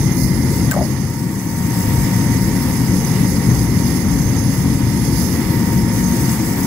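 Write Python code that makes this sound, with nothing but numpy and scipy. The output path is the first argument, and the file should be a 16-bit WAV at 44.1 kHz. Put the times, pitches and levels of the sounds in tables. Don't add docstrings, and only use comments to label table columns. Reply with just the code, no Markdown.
import sys
import numpy as np
from scipy import signal
from scipy.fft import rfft, irfft
from scipy.io import wavfile
from scipy.ndimage import uniform_filter1d

SR = 44100
rng = np.random.default_rng(int(sys.argv[2]) if len(sys.argv) > 2 else 0)


def elevation(decibels):
    levels = np.asarray(decibels, float)
    return 10 ** (levels / 20)


def wav_out(sig):
    wavfile.write(sys.argv[1], SR, np.round(np.clip(np.atleast_2d(sig).T, -1, 1) * 32767).astype(np.int16))


N = 293704


def evened(x):
    return x / np.sqrt(np.mean(x ** 2) + 1e-20)


def read(points, hz):
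    f, *columns = np.transpose(points)
    at, known = np.log(hz + 1), np.log(f + 1)
    return np.array([np.interp(at, known, c, left=c[0], right=c[-1]) for c in columns])


def follow(rows, t):
    s, *columns = np.transpose(rows)
    return [np.interp(t, s, c) for c in columns]


def bumps(modes, hz):
    return sum(np.outer([left, right], 1 / (1 + (2 * (hz - f) / width) ** 2))
               for f, width, left, right in modes)


def wander(rate_hz, t, count=24):
    f = np.geomspace(rate_hz / 12, rate_hz, count)[:, None]
    waves = np.sin(2 * np.pi * (f * t + rng.random((count, 1))))
    return evened((waves / f ** 0.075).sum(0))


def passing(events, t):
    return sum(size_db * np.exp(-(2 * (t - s) / length) ** 2) for s, size_db, length in events)


def change(*levels_db):
    return np.array([level - level.mean() for level in levels_db])


def moved(layer, t):
    # time in seconds, overall level in dB, turn of the left port to the burner in dB
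    hand_path = [(0, 0, -4), (.3, -1.5, -4.5), (.6, -0.5, -2.5), (.9, -2.5, -2.5), (1.15, -6.5, 2.5),
                 (1.45, -6.5, 5.5), (1.75, -2, 5.5), (2.0, -0.5, 5), (2.4, -0.5, 2), (2.9, -0.5, 1),
                 (3.4, 0, 0.5), (3.8, -0.5, 0.5), (4.2, -1, 0.5), (4.6, -1, 0.5), (5.0, -1.5, -2),
                 (5.5, -.5, 1.5), (6.1, -1, 4.5), (6.66, -1, 6.5)]
    # dB per dB of overall level, dB per dB of turn
    level_share = dict(roar=(1.02, .99), deep=(.5, .5), air=(1, 1), top=(.1, 0.2), hiss=(0.95, 1.03),
                  fizz=(.1, .1), blade=(.1, .1))
    turn_share = dict(roar=(-0.06, -.05), deep=(-.3, -0.27), air=(.4, 0.14), top=(0.25, -0.12),
                  hiss=(0.84, -.05), fizz=(0.22, .05), blade=(0.65, -.1))
    overall_db, turn_db = change(*follow(hand_path, t))
    return np.outer(level_share[layer], overall_db) + np.outer(turn_share[layer], turn_db)


def grid(size):
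    return np.arange(4 * N // size + 5) * size / 4 / SR, np.fft.rfftfreq(size, 1 / SR)


def turbulence(field_db, size, patch_db, bins, frames):
    # frequency in Hz, likeness from 0 to 1
    port_likeness = [(30, 0.32), (60, 1), (150, 1), (450, 1), (600, 1), (850, 0.91), (1100, 0.7),
                     (2000, 0.3), (4000, 0.24), (16000, 0.38)]
    # frequency in Hz, lag of the right port in radians
    port_phase = [(30, 1.5), (100, 0.24), (300, 0.37), (600, -1.07), (1500, 0.99), (2200, 0.5), (3000, 2.5),
                  (4000, 2.5), (5000, 4), (7000, -0.5), (10000, 5.5), (16000, -4.5)]
    hz = grid(size)[1]
    a, b, c, d, patch = rng.standard_normal(field_db.shape[:0:-1] + (5,)).T
    patch = evened(uniform_filter1d(uniform_filter1d(patch, bins, 0), frames, 1))
    same = np.clip(read(port_likeness, hz)[0], 0, 1)[:, None]
    left = a + 1j * b
    shared = same * left * np.exp(-1j * read(port_phase, hz)[0])[:, None]
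    right = shared + np.sqrt(1 - same ** 2) * (c + 1j * d)
    z = np.array([left, right]) * elevation(field_db + patch_db * patch) * np.sqrt(2 * SR / size)
    return signal.istft(z, nperseg=size, noverlap=3 * size // 4)[1][:, :N]


def flame():
    # frequency in Hz, left and right level in dB per Hz
    roar_spectrum = [(24, -72, -74), (42, -81, -79), (67.1, -39, -45), (86, -38, -39.5),
                     (137, -34.5, -38.5), (194, -37, -41), (261, -39, -43), (334, -46.5, -50),
                     (387.5, -54, -57.5), (565, -62, -62), (700, -73, -91), (900, -67.5, -78)]
    # frequency in Hz, width in Hz, left and right lift in dB
    chamber_modes = [(60, 14, 2, 2), (72, 12, -4, -4), (101, 9, -4, -4), (112, 10, 3.5, 3.5),
                     (124, 10, -4, -4), (137, 14, 2.5, 2.5), (152, 9, -4, -4), (172, 10, -4, -4),
                     (186, 11, 5, 5), (200, 10, -5, -5), (226, 25, -.5, -.5), (296, 12, -3, -3)]
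    # time in seconds, swell in dB, length in seconds
    buffets = [
        (.3, 6, 0.23),
        (.67, 4, .1),
        (3.6, 11, .15),
        (4.2, 8, .25),
        (4.66, 8, .12),
        (4.9, -1, .2),
        (5.2, 8, 0.4),
    ]
    # time in seconds, swell in dB, length in seconds
    roar_dips = [
        (.73, -10, 0.04),
    ]
    pipe_s, pipe_echo = .0200, .2
    t, hz = grid(2048)
    deep_db = moved("deep", t) + passing(buffets, t) + 2.5 * wander(5, t)
    deep = np.clip((90 - hz) / 40, 0, 1)[:, None] * deep_db[:, None]
    shape_db = read(roar_spectrum, hz) - 60 * (hz > 1000)
    steady = turbulence(shape_db[:, :, None] + deep, size=2048, patch_db=0.96, bins=3, frames=4)
    f = np.fft.rfftfreq(N, 1 / SR)
    returned = pipe_echo * np.exp(-((f - 190) / 170) ** 2) * np.exp(-2j * np.pi * f * pipe_s)
    pipe = (1 - returned) * elevation(bumps(chamber_modes, f))
    now = np.arange(N) / SR
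    flicker_db = np.interp(now, t, 0.28 * wander(5, t))
    level_db = moved("roar", now) + passing(roar_dips, now) + flicker_db
    return irfft(rfft(steady) * pipe, N) * elevation(level_db - 1.06)


def blower_air():
    # frequency in Hz, left and right level in dB per Hz
    air_spectrum = [(497, -83, -80), (720, -66.5, -67.5), (830, -64.5, -64), (950, -66.5, -64),
                    (1450, -72.5, -70), (1710, -72.5, -68.5), (2006, -71, -58), (1976, -77.5, -60),
                    (2137, -68.5, -72.5), (2550, -71.5, -69), (2630, -72.5, -72.5), (3730, -86, -72),
                    (3740, -77, -77.5), (4500, -102, -77)]
    # frequency in Hz, width in Hz, left and right lift in dB
    duct_notches = [(2540, 100, -14, -8.5), (3150, 270, 0, -3.5)]
    # time in seconds, swell in dB, length in seconds
    draughts = [
        (2.05, 0, 0.22),
        (3.15, 0.5, 0.17),
        (4.75, 0, .25),
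        (6.3, 1, 0.26),
    ]
    # time in seconds, swell in dB, length in seconds
    wisps = [
        (.3, -2.5, 0.63),
        (3.15, 1.5, .25),
        (4.65, -1, 0.13),
        (5.3, 2.5, 0.39),
    ]
    t, hz = grid(512)
    port_drift = np.array([wander(3.3, t), wander(3, t)])
    moving = moved("air", t) + passing(draughts, t) + 0.74 * wander(25, t) + 0.35 * port_drift
    top_db = moved("top", t) + passing(wisps, t) * np.array([[.2], [1]]) + 0.57 * wander(2.7, t)
    top = np.clip((hz - 2200) / 400, 0, 1)[:, None] * top_db[:, None]
    outside = (hz < 400) | (hz > 4700)
    shape_db = read(air_spectrum, hz) + bumps(duct_notches, hz) - 60 * outside
    field_db = shape_db[:, :, None] + moving[:, None] + top
    return turbulence(field_db, size=512, patch_db=0.53, bins=3, frames=20)


def jet():
    # frequency in Hz, left and right level in dB per Hz
    hiss_spectrum = [(3670, -85, -85.5), (4430, -87, -70.5), (4650, -105, -69.5), (5080, -106, -64.5),
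                     (5700, -107, -73), (6320, -93, -67.5), (6470, -79, -66.5), (7100, -84, -76),
                     (7450, -70.5, -75), (8760, -79.5, -74.5), (11400, -76.5, -73), (12600, -73, -76.5),
                     (14400, -76, -75), (16400, -70, -75)]
    # frequency in Hz, width in Hz, left and right lift in dB
    port_modes = [(5430, 270, 1, 4.5), (8250, 330, 7, -2.5), (10610, 1140, 3, 8.5), (13400, 220, -1, -1),
                  (13580, 220, -5, -4), (14300, 300, 4, 3.5)]
    # time in seconds, swell in dB, length in seconds
    shades = [(.11, -6, 0.11), (.56, 8, 0.1), (.8, -2, 0.091), (1.0, -6, .12), (3.0, -3, .06),
              (3.75, -5, 0.15), (4.03, -3, 0.074), (4.2, -2, 0.073), (4.44, -10, .12), (4.88, -1, .1),
              (5.1, -2, .1), (5.44, 0, .1), (5.85, -5, 0.17)]
    # time in seconds, swell in dB, length in seconds
    spits = [
        (.22, 4, 0.16),
        (.45, 1.5, 0.052),
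        (2.7, 0.5, .15),
        (3.1, 1.5, 0.092),
        (3.9, 2.5, 0.2),
        (4.05, -2.5, 0.076),
        (4.45, 1, 0.34),
        (5.22, 4, 0.25),
    ]
    # time in seconds, swell in dB, length in seconds
    fizzes = [
        (.2, 7, .2),
        (2.7, 2, .12),
        (1.85, 2, .2),
        (4.1, -1, .2),
        (4.6, 1, .1),
        (5.2, 3, .08),
        (5.33, 5, .1),
        (5.55, 5, .12),
        (5.75, 5, .08),
        (6.6, 4, .1),
    ]
    # time in seconds, level in dB
    whistle_level = [(0, -26), (.25, -41), (.5, -36), (.85, -34.5), (1.2, -44), (1.55, -36.5), (1.9, -34),
                     (2.35, -34), (2.6, -43), (2.9, -32), (3.5, -33), (4.3, -32), (4.7, -36), (5.0, -38),
                     (5.2, -34), (5.55, -41), (6.1, -31.5), (6.66, -37)]
    whistle_hz = 6256
    ground_s, ground_echo = .0019, 0.17
    t, hz = grid(512)
    fizz_db = moved("fizz", t) + passing(fizzes, t) * np.array([[1], [.6]])
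    sputter = 0.62 * wander(60, t) + 0.67 * np.array([wander(40, t), wander(40, t)])
    flares = np.array([passing(shades, t), passing(spits, t)])
    moving = moved("hiss", t) + flares + sputter + 0.75 * wander(7, t)
    fizz = np.clip((hz - 11000) / 1500, 0, 1)[:, None] * fizz_db[:, None]
    path_s = ground_s * (1 + 0.025 * np.array([wander(1.51, t), wander(1.5, t)]))
    echo = ground_echo * np.exp(2j * np.pi * hz[:, None] * path_s[:, None])
    comb_db = 20 * np.log10(abs(1 + echo))
    shape_db = read(hiss_spectrum, hz) + bumps(port_modes, hz) - 60 * (hz < 3600)
    field_db = shape_db[:, :, None] + moving[:, None] + fizz + comb_db
    hiss = turbulence(field_db, size=512, patch_db=1.17, bins=8, frames=8)
    b, a = signal.iirpeak(whistle_hz, whistle_hz / 150, SR)
    breath = rng.standard_normal((N, 2)).T
    whistle = evened(signal.lfilter(b, a, signal.lfilter(b, a, breath)))
    level_db = follow(whistle_level, t)[0] + 1.5 * wander(30, t) + 1.66 * wander(7, t)
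    height = np.interp(np.arange(N) / SR, t, elevation(level_db))
    return hiss + whistle * height * elevation([[-17], [-.7]])


def blower_tones():
    # time in seconds, blade tone in dB, motor slot tone in dB
    rotor = [(0, -46, -44), (.3, -44.5, -41), (.6, -40.5, -44), (.9, -43.5, -70), (1.4, -42.5, -62),
             (1.8, -37, -59), (2.2, -37, -48.5), (2.8, -38.5, -48), (3.1, -41, -46.5), (3.7, -40.5, -46),
             (4.4, -43, -45), (5.0, -42.5, -47), (5.5, -37.5, -50), (6.1, -37, -51), (6.66, -37.5, -51)]
    orders = [.5556, 1, 1.2219, 1.831, 1.890, 2, 2.1925, 2.2219, 2.3327, 2.382, 2.4375, .7778, 5.610, 5.777]
    order_levels = [(-1.5, -6.5), (4.5, 3), (-9, -15), (-16, -10), (-25, -9), (-14, -3), (-25, -13),
                    (-2, 3), (-25, -9), (-19, -12), (-18, -12), (-8, -12), (-28, -8), (-28, -10)]
    blade_hz, blade_left_db = 928.9, -5
    slot_index = 7
    t, out = np.arange(N) / SR, np.zeros((2, N))
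    coarse = t[::256]
    blade_db, slot_db = follow(rotor, coarse)
    blade_db = blade_db + moved("blade", coarse) + [[blade_left_db], [0]]
    for k, (order, port_db) in enumerate(zip(orders, order_levels)):
        for port in range(2):
            level_db = slot_db if k == slot_index else blade_db[port]
            waver = wander(9, coarse)
            height = np.interp(t, coarse, np.sqrt(2) * elevation(level_db + port_db[port] + 1.77 * waver))
            slip = np.interp(t, coarse, 0.16 * waver + 1.0 * port + k)
            out[port] += height * np.sin(2 * np.pi * order * blade_hz * t + slip)
    return out


def squeak():
    # time in seconds, pitch in Hz, level in dB
    skid = [
        (.7115, 1500, -45),
        (.7130, 1500, -22),
        (.7190, 1630, -16),
        (.7235, 1540, -18),
        (.7265, 1480, -30),
        (.7300, 1450, -50),
    ]
    t = np.arange(N) / SR
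    hz, level_db = follow(skid, t)
    judder = evened(uniform_filter1d(rng.standard_normal(N), size=60))
    turns = np.cumsum(hz * (1 + .04 * judder)) / SR + np.array([[0], [.22]])
    touching = abs(t - .72) < .011
    return elevation(level_db + np.array([[-1.5], [.7]])) * np.sin(2 * np.pi * turns) * touching


def creak():
    # time in seconds, level in dB, ring in Hz, snap in dB over the ring
    slips = [(.7125, -24, 1450, 19), (.716, -19, 2420, 8), (.719, -21, 650, -20), (.7185, -17, 2450, 6),
             (.7215, -23, 2380, 12), (.727, -19, 1400, -12), (.733, -14, 1240, -7), (.7402, -8, 1200, -7),
             (.743, -18, 594, -15), (.7525, -13, 900, -12), (.7642, -7.5, 592, -30), (.7715, -10, 700, -30),
             (.7770, -11, 784, -30), (.7890, -8.5, 680, -27), (.7975, -16, 720, -30),
             (.8078, -10, 690, -39), (.8135, -12, 587, -26), (.8190, -17, 644, -21),
             (.8270, -16, 646, -34.5), (.8320, -24, 620, -35), (.8370, -20, 700, -30),
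             (.8460, -23, 600, -38)]
    # frequency in Hz, width in Hz, left and right level in dB
    snap_modes = [(750, 540, 6, -3), (2500, 620, -5, -14), (3700, 980, -10, -12), (7400, 1400, 9, -10),
                  (10300, 1100, -2, -10), (12500, 1200, 1, -10), (15400, 1500, 7, -9)]
    ring_s, right_db = 0.017, -4.5
    out, t = np.zeros((2, N)), np.arange(3000) / SR
    f = np.fft.rfftfreq(len(t), 1 / SR)
    colour = sum(elevation([[left], [right]]) / (1 + (2 * (f - hz) / width) ** 2)
                 for hz, width, left, right in snap_modes)
    for s, level_db, ring_hz, snap_db in slips:
        turns = ring_hz * (t + np.array([[0], [.00012]]))
        modes = np.sin(2 * np.pi * turns) + 0.16 * np.sin(2 * np.pi * 1.2 * turns)
        onset = 1 - np.exp(-t / 0.00038)
        decay = elevation(-60 * t * np.square(ring_hz / 1000) / ring_s)
        ring = modes * onset * decay * elevation([[0], [right_db]])
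        noise = irfft(rfft(rng.standard_normal((len(t), 2)).T) * colour, len(t))
        snap = noise / noise[0].std() * elevation(snap_db + 1.0 - 60 * t / 0.0064)
        at = round(s * SR)
        out[:, at:at + len(t)] += elevation(level_db) * (ring + snap)
    return out


def scene():
    return flame() + blower_air() + jet() + blower_tones() + squeak() + creak()


def starve(x, start_hz=2300, stop_hz=7300):
    hz, _, z = signal.stft(x, SR, nperseg=2048, noverlap=1536)
    power = uniform_filter1d(abs(z) ** 2, size=2, axis=2)
    band_db = 10 * np.log10(abs(uniform_filter1d(power, size=6, axis=1)) + 1e-14)
    around_db = uniform_filter1d(band_db, size=161, axis=1)
    weak = (band_db < around_db - 5.8) & (hz[:, None] > start_hz) & (hz[:, None] < stop_hz)
    return signal.istft(z * np.where(weak, .05, 1), SR, nperseg=2048, noverlap=1536)[1][:, :N]


def top_cut(x):
    return signal.sosfilt(signal.butter(12, 16650, fs=SR, output="sos"), x)


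def record(dry):
    limited = starve(1.3 * np.tanh(dry / 1.3))
    edge = signal.firwin(1201, 15735, window=("kaiser", 5), fs=SR)
    mix = signal.oaconvolve(limited, edge[None], "same")
    return top_cut(mix)


dry = scene()
out = record(dry)
wav_out(out)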